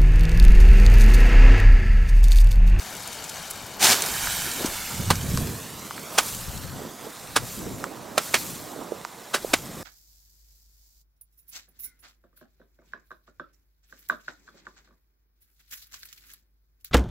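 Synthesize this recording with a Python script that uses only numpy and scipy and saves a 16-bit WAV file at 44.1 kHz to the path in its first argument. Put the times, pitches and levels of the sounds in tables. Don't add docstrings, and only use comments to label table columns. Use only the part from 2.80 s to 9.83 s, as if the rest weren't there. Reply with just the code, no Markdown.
import sys
import numpy as np
from scipy import signal
from scipy.fft import rfft, irfft
from scipy.io import wavfile
from scipy.ndimage import uniform_filter1d

SR = 44100
rng = np.random.default_rng(int(sys.argv[2]) if len(sys.argv) > 2 else 0)


def elevation(decibels):
    levels = np.asarray(decibels, float)
    return 10 ** (levels / 20)


def waveform_to_disk(signal):
    frames = np.transpose(np.atleast_2d(signal))
    scaled = np.clip(frames, -1, 1) * 32767
    samples = np.round(scaled).astype(np.int16)
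    wavfile.write(sys.argv[1], SR, samples)


N = 310023


def evened(x):
    return x / np.sqrt(np.mean(x ** 2) + 1e-20)


def read(points, hz):
    f, value = np.transpose(points)
    return np.interp(np.log(hz + 1), np.log(f + 1), value)


def summed(levels_db):
    return 10 * np.log10((elevation(levels_db) ** 2).sum(axis=0))


def ragged_db(count, size, depth_db):
    return depth_db * evened(uniform_filter1d(rng.standard_normal(count), size=size))


def resonated(x, hz, q):
    return evened(signal.lfilter(*signal.iirpeak(hz, q, SR), x))


def add(mix, start_s, sound, pan_db):
    part = mix[:, round(start_s * SR):][:, :sound.shape[-1]]
    part += (sound * elevation([[pan_db / 2], [-pan_db / 2]]))[:, :part.shape[1]]


def colour(x, points):
    hz = abs(np.fft.fftfreq(2048, 1 / SR))
    log_gain = np.log(elevation(read(points, hz)))
    taps = np.fft.ifft(np.exp(np.conj(signal.hilbert(log_gain)))).real[:1024]
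    return signal.fftconvolve(x, taps[None], axes=1)[:, :x.shape[1]]


# pitch_hz, likeness_0_to_1
PORT_LIKENESS = [(40, .995), (120, 0.96), (300, 0.93), (1400, 0.98), (3000, 1), (5000, 0.99), (8000, 0.84),
                 (10500, 0.78), (12000, .997)]
# pitch_hz, lead_rad
PORT_LEAD = [(0, 0), (5200, 0.0055), (8200, 0.27), (11000, 0.11), (16500, 0)]


def pair(count):
    a, b = rfft(rng.standard_normal((2, count)))
    hz = np.fft.rfftfreq(count, 1 / SR)
    same = np.clip(read(PORT_LIKENESS, hz), 0, 1)
    left = a * np.exp(1j * read(PORT_LEAD, hz))
    right = same * a + np.sqrt(1 - same ** 2) * b
    return irfft(np.array([left, right]), count)


def banded(noise, rows, bands, points, size, patchy_db, flicker_db):
    hz, t, z = signal.stft(noise, SR, nperseg=size, noverlap=size * 3 // 4)
    shape_db = read(points, hz)
    s, *columns = np.transpose(rows)
    columns = np.array([np.interp(t, s, c) for c in columns])
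    levels, pans = columns[:len(bands)], columns[len(bands):]
    pans = pans[np.arange(len(bands)) * len(pans) // len(bands)]
    centre = [np.log(lo * hi) / 2 for lo, hi in bands]
    weight = np.array([np.interp(np.log(hz + 1), centre, one) for one in np.eye(len(bands))]).T
    inside = [(hz >= lo) & (hz < hi) for lo, hi in bands]
    own_db = [[10 * np.log10((elevation(shape_db[band]) ** 2).sum() / len(hz))] for band in inside]

    chance = rng.standard_normal((len(t), len(hz))).T
    patches = evened(uniform_filter1d(uniform_filter1d(chance, size=7, axis=0), size=8, axis=1))
    field_db = shape_db[:, None] + weight @ (levels - own_db)
    field_db = field_db + patchy_db * patches + ragged_db(len(t), 3, flicker_db)
    lean_db = weight @ pans / 2
    z = z * elevation(np.array([field_db + lean_db, field_db - lean_db]))
    return signal.istft(z, SR, nperseg=size, noverlap=size * 3 // 4)[1][:, :N]


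# low_hz, high_hz
WIND_BANDS = [(25, 70), (80, 190), (210, 450), (500, 1100)]
# peak_s, length_s, level_db, strongest_hz
GUSTS = [(0.603, 3.1, -50, 90), (1.16, 0.4, -32.5, 520), (1.493, 0.43, -37, 75), (1.72, .25, -44, 300),
         (1.85, 0.21, -34, 480), (1.9, 0.37, -38, 58), (2.199, 0.13, -27, 138), (2.316, 0.15, -21.5, 73),
         (2.45, 0.15, -25.5, 120), (2.54, .25, -32, 60), (2.6, .22, -25, 150), (2.74, 0.24, -35, 170),
         (2.88, 0.45, -43, 150), (3.15, 0.59, -42, 238), (3.383, 0.21, -41, 740), (3.56, 0.44, -41, 105),
         (3.7, 0.27, -40, 58), (3.88, 0.36, -38.5, 125), (4.024, 0.18, -36.5, 387), (4.255, 0.13, -38, 450),
         (4.638, 0.4, -43.5, 120), (4.82, 0.16, -40, 195), (4.916, 0.31, -34, 230), (5.06, 0.21, -37, 422),
         (5.3, 0.41, -38.5, 430), (5.67, 0.42, -40.5, 194), (6.02, 0.37, -36.5, 397), (6.7, 0.27, -44, 420),
         (6.763, 0.28, -42.5, 65), (6.96, 0.39, -36, 190)]
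# time_s, low_pan_db, high_pan_db
WIND_LEAN = [(0, 1, 2.5), (1.0, 3, 2.5), (1.3, 1.5, -4), (1.85, 2.5, 4), (2.2, -1, -3.5), (2.65, -0.5, -5),
             (3.9, 10.5, -5.5), (5.5, 13, -9), (6.3, 7, -7), (7.03, 5, -4)]


def gusting():
    ends_db, below_db_per_octave, above_db_per_octave = 11, 10.5, 10.5
    calm_db = (-80, -59, -52.5, -48.5)
    t = np.arange(0, N / SR + .01, .01)
    peak_s, length_s, level_db, hz = np.transpose(GUSTS)[:, :, None, None]
    octaves = np.log2(np.sqrt(np.prod(WIND_BANDS, axis=1))[:, None] / hz)
    slope_db = np.where(octaves < 0, -below_db_per_octave, above_db_per_octave) * octaves
    swell_db = ends_db * (2 * (t - peak_s) / length_s) ** 2
    gusts = summed(level_db - slope_db - swell_db + 0 * octaves)
    bands = summed([gusts, np.array(calm_db)[:, None] + 0 * t])
    lean_s, low, high = np.transpose(WIND_LEAN)
    return np.transpose([t, *bands, np.interp(t, lean_s, low), np.interp(t, lean_s, high)])


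# pitch_hz, density_db_per_hz
WIND_COLOUR = [(12, -28), (30, -23.5), (70, -6), (110, 1), (170, 3), (300, -2.5), (420, -7), (780, -15),
               (1200, -17.5), (2500, -38.5)]


def wind():
    return banded(pair(N), gusting(), WIND_BANDS, WIND_COLOUR, size=1024, patchy_db=1.7, flicker_db=1.0)


# start_s, peak_db,
# pan_db, pitch_hz
KNOCKS = [(1.8056, -27, 2, 384), (1.8114, -26.5, 3, 404), (1.8455, -16, 1.5, 298), (2.3045, -14, -3, 153),
          (3.9923, -31, -6, 600), (4.0195, -31, -6, 560), (4.0498, -28, -7, 520), (4.268, -33, -6, 517),
          (5.3785, -13, -10, 600), (6.1204, -18, -8.5, 460), (6.736, -18.5, 2, 288),
          (6.738, -16.5, -8, 610), (6.6467, -17.5, -5.5, 510)]


def knock(mix, start_s, peak_db, pan_db, hz):
    turns = np.arange(round(SR * 5 / hz)) / SR * hz
    u = turns / 1.12
    push = u * np.exp(1 - u ** 1.9) * np.sin(2 * np.pi * turns ** 0.97)
    add(mix, start_s, elevation(peak_db) * push[None], pan_db)


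# start_s, peak_db, pan_db, ring_hz, tick_db
SNAPS = [
    (1.472, -15, -1.5, 1300, -10),
    (2.5743, -14, 0, 1180, 1),
    (3.109, -18.5, 0, 1130, 0),
    (3.1792, -25, -3, 1390, -14),
    (5.0409, -17, -4, 1300, -1.5),
    (6.2497, -17, -5, 1110, -3),
]


def snap(mix, start_s, peak_db, pan_db, hz, tick_db):
    t = np.arange(round(0.0099 * SR)) / SR
    sagging_s = t + .0006 * (1 - np.exp(-t / .0009))
    ring = np.sin(2 * np.pi * hz * .85 * sagging_s) * elevation(-60 * t / .009)
    tick = elevation(tick_db - 60 * t / 0.0012) * resonated(pair(len(t)), 4800, 1.0)
    tail = elevation(-10.5 - 60 * t / 0.025) * resonated(pair(len(t)), 0.76 * hz, 1.5)
    snapped = signal.lfilter(*signal.butter(2, 600, "high", fs=SR), ring + tick + tail)
    add(mix, start_s, elevation(peak_db) * snapped, pan_db)


# time_s, level_db
TUBES = [(0.98, -61), (1.06, -26), (1.17, -31), (1.27, -32), (1.53, -30.5), (1.76, -34), (2.13, -36.5),
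         (2.4, -39), (2.94, -44.5), (3.75, -45), (4.1, -50.5), (4.6, -47), (5.05, -52), (5.25, -70),
         (5.45, -46.5), (6.1, -59.5), (6.5, -53), (7.03, -49.5)]
# loudest_s, level_db, rise_s
STARS = [
    (2.56, -41, .12),
    (3.5, -37, 0.21),
    (4.72, -42, .14),
    (5.45, -40, 0.073),
    (5.6, -38, 0.093),
    (6.72, -44.5, 0.22),
]


def burners(t):
    fuse_db, sag_s, sag_db_per_s, out_s = -40.5, 0.62, 12, 1.2
    star_rise_db, star_fade_db_per_s = 15.5, 47
    first = fuse_db - sag_db_per_s * np.maximum(t - sag_s, 0) - 99 * (t > out_s)
    stars = []
    for peak_s, level_db, rise_s in STARS:
        rise = star_rise_db * ((peak_s - t) / rise_s) ** 2
        fade = star_fade_db_per_s * (t - peak_s)
        stars.append(level_db - np.where(t < peak_s, rise, fade))
    return np.array([first, np.interp(t, *np.transpose(TUBES)), summed(stars), 0 * t])


def burning():
    t = np.arange(0, N / SR + .01, .01)
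    tones = np.array([  # roar_db, fizz_db, sizzle_db, pan_db
        (-3.5, 0, -8, 3.5),
        (-3.5, 0, -2, -1.5),
        (-10.5, 0, 0.5, 0),
        (-53.5, -51, -58, 0)])
    bands = burners(t)[:, None] + tones[:, :3, None]
    lean = np.average(tones[:, 3:] + 0 * t, axis=0, weights=elevation(bands[:, 1]) ** 2)
    return np.transpose([t, *summed(bands), lean])


# low_hz, high_hz
BURN_BANDS = [(1200, 2500), (3000, 9000), (10000, 15500)]
# pitch_hz, density_db_per_hz
BURN_COLOUR = [(300, -15), (700, -7), (1300, -2), (2200, -3.5), (4500, 0), (7500, -0.5), (11000, -8),
               (12500, -6), (14500, -10.5), (16000, -15)]


def burn():
    sparks_per_s, spark_decay_s = 250, 0.00074
    sparks = elevation(3.3 * np.minimum(rng.exponential(1, N), 5)) * (rng.random(N) < sparks_per_s / SR)
    grain = 1 + 0.25 * signal.lfilter([1], [1, -np.exp(-1 / (spark_decay_s * SR))], sparks)
    fizz = evened(pair(N) * grain)
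    return elevation(-1.5) * banded(fizz, burning(), BURN_BANDS, BURN_COLOUR, size=512, patchy_db=1.7,
                              flicker_db=0.35)


# time_s, near_delay_ms, far_delay_ms
BOUNCE_MS = [(0, 1.42, 2.3), (.95, 1.42, 2.3), (1.45, 1.39, 2.3), (1.75, 1.37, 2.3), (2.0, 1.52, 2.4),
             (2.25, 1.45, 2.4), (2.5, 1.35, 1.85), (2.75, 1.26, 1.8), (3.1, 1.03, 1.5), (3.3, .93, 1.39),
             (3.9, .74, .97), (4.5, .58, .85), (7.03, .62, .8)]
# time_s, share
NEAR_BOUNCE = [(0, .3), (.95, .35), (1.1, .15), (1.45, .4), (2.3, .35), (3.3, .5), (3.9, .3), (7.03, .25)]
# time_s, share
FAR_BOUNCE = [(1.45, 0.02), (1.7, 0.18), (2.65, 0.2), (2.9, .1), (7.03, .06)]


def ground(x):
    turn_rad, half_turn_hz, grass_hz = 2.6, 1500, 10000
    hz, t, z = signal.stft(x, SR, nperseg=512, noverlap=384)
    hz = hz[:, None]
    s, *columns = np.transpose(BOUNCE_MS)
    near_ms, far_ms = (np.interp(t, s, c) for c in columns)
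    near, far = (np.interp(t, *np.transpose(share)) for share in (NEAR_BOUNCE, FAR_BOUNCE))
    power = elevation(burners(t)[:3]) ** 2
    low = power[:2].sum(axis=0) / power.sum(axis=0)
    near, far = near * low, far * low
    dull = np.exp(1j * turn_rad * hz / (hz + half_turn_hz)) / np.sqrt(1 + (hz / grass_hz) ** 2)
    delay = -2j * np.pi * hz / 1000
    comb = 1 + dull * (near * np.exp(delay * near_ms) + far * np.exp(delay * far_ms))
    z = z * comb / np.sqrt(1 + near ** 2 + far ** 2)
    return signal.istft(z, SR, nperseg=512, noverlap=384)[1][:, :N]


def hum(mix):
    mouth_hz, mouth_db = 770, -10
    t = np.arange(SR) / SR
    add(mix, 0, elevation(burners(t)[0] + mouth_db) * resonated(pair(SR), mouth_hz, 4.5), 3)


# start_s, peak_db, pan_db, centre_hz, length_ms
SPITS = [(0.1644, -24, 4, 8510, 6.5), (0.2309, -23, 2.5, 7700, 6), (0.274, -16, -1, 7510, 4.9),
         (0.3275, -21, 6, 6550, 6.5), (0.4394, -19, 1.5, 6540, 6.5), (0.492, -17, 1.0, 7060, 7.6),
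         (0.5444, -28, 2.5, 8130, 6.5), (0.701, -19, -2, 12000, 6.5), (0.707, -13.5, 1, 8900, 7.4),
         (0.8644, -26, 6, 7180, 5.5), (1.22, -3, 0, 7400, 4.8), (1.259, -12, 3, 7390, 6.5),
         (1.8552, -12, 0, 6610, 14), (2.354, -16, 0.0, 6570, 5.3), (3.546, -16.5, 0, 7130, 6.5),
         (3.7744, -21.5, 3, 6590, 4.8), (5.915, -25.5, 0.5, 7050, 6.5)]


def spit(mix, start_s, peak_db, pan_db, hz, length_ms, sharp=1.7):
    t = np.arange(round(.12 * SR)) / SR
    u = t / (max(length_ms, .5) / 1000)
    burst = resonated(pair(len(t)), min(hz, 15000), max(sharp, .7))
    shape = np.minimum(2.5 * u, 1) * np.exp(-u ** 2)
    add(mix, start_s, .25 * elevation(peak_db) * burst * shape, pan_db)


def crackle(mix, count=36):
    start_s, end_s, peak_db, centre_hz = 0, .97, -31, 9000
    for when, size, pitch, length in rng.random((count, 4)):
        hz = centre_hz * (.75 + .6 * pitch)
        spit(mix, start_s + when * (end_s - start_s), peak_db + 8 * size, 2.5, hz, 1.6 + 3 * length, 1.5)


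# time_s, level_db
FLARE = [(0.99, -37), (1.008, -26.5), (1.03, -15), (1.048, -12.5), (1.086, -17.5), (1.115, -14.5),
         (1.13, -16), (1.165, -30.5), (1.2, -41)]
# pitch_hz, density_db_per_hz
FLARE_COLOUR = [(59, -58), (100, -15.5), (219, -7), (492, -11), (768, -1.5), (1030, -5.5), (1800, -4.5),
                (6840, -3.5), (16000, -16.5)]


def flare(mix):
    s, level_db = np.transpose(FLARE)
    t = np.arange(s[0], s[-1], 1 / SR)
    rough_db = ragged_db(len(t), 24, 2.6)
    lumps_db = ragged_db(len(t), 260, .8)
    gush = evened(colour(pair(len(t)) * elevation(rough_db + lumps_db), FLARE_COLOUR))
    add(mix, s[0], gush * elevation(np.interp(t, s, level_db)) * signal.windows.tukey(len(t), .08), -.3)


# pitch_hz, density_db_per_hz
SHOT_COLOUR = [(59, -29), (100, -7), (315, -1.5), (970, -2), (1310, -1), (2320, -3.5), (3540, -4),
               (9210, -9), (12900, -18), (16000, -20)]
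# time_s, pan_db
SHOT_LEAN = [(2.3, -4.5), (3.4, -6), (5.4, -7.5), (6.8, -4)]


def shot(mix, hz, blast_s, level_db, t60_s, build_ms, blast_db):
    lead_s, ring_t60_s, crack_s = .012, .007, .0001
    t = np.arange(round(.16 * SR)) / SR - lead_s
    after = np.maximum(t, 0)
    swell = elevation(18 * t / (max(build_ms, .2) / 1000)) + elevation(-22) * (t > -.005)
    fade = elevation(-60 * np.maximum(after - .003, 0) / max(t60_s, .01))
    fade = fade + elevation(-11 - 60 * after / 0.13)

    jet = evened(colour(pair(len(t)) * elevation(ragged_db(len(t), 20, 2.2)), SHOT_COLOUR))
    jet = jet + elevation(-13.0) * resonated(jet, hz, 3.0)
    u = after / crack_s
    crack = (1 - u) * np.exp(-u) * (t >= 0)
    ring = -np.sin(2 * np.pi * hz * after) * elevation(-60 * after / ring_t60_s)
    blast = elevation(blast_db) * (ring - 0.7 * crack)

    pop = elevation(level_db) * (jet * np.where(t < 0, swell, fade) + blast)
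    pop = signal.lfilter(*signal.butter(2, 250, "high", fs=SR), pop)
    low = signal.lfilter(*signal.butter(1, 1400, fs=SR), pop)
    add(mix, blast_s - lead_s, low, np.interp(blast_s, *np.transpose(SHOT_LEAN)))
    add(mix, blast_s - lead_s, pop - low, -.3)


# blast_s, level_db, t60_s, build_ms, blast_db
WIDE_SHOTS = [
    (3.3845, -12.5, 0.046, 6.6, -6),
    (4.5637, -15, 0.044, 5.4, 8),
    (5.3783, -14.5, 0.025, 0.46, 5),
    (6.5439, -19.5, .085, 8.9, 7),
]
# blast_s, level_db, t60_s, build_ms, blast_db
NARROW_SHOTS = [
    (5.5419, -16, 0.075, 2.7, 5.5),
    (6.7373, -15.5, 0.03, 4.9, -8),
]


def tube_shots(mix):
    shot(mix, 1090, 2.3032, -15.5, 0.054, 0.28, 12)
    for mouth_hz, rows in ((1400, WIDE_SHOTS), (2380, NARROW_SHOTS)):
        for row in rows:
            shot(mix, mouth_hz, *row)


def scene():
    mix = wind() + ground(burn())
    for source, rows in ((knock, KNOCKS), (snap, SNAPS), (spit, SPITS)):
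        for row in rows:
            source(mix, *row)
    hum(mix)
    crackle(mix)
    flare(mix)
    tube_shots(mix)
    return mix


def band_limit(x):
    return signal.sosfilt(signal.butter(12, 16970, fs=SR, output="sos"), x)


def record(dry):
    limited = np.tanh(dry / 1.2) * 1.2
    edge = signal.firwin(255, 15950, window=("kaiser", 9), fs=SR)  # low-pass, Hz
    finished = signal.oaconvolve(limited, edge[None], "same")
    return band_limit(finished)


dry = scene()
out = record(dry)
waveform_to_disk(out)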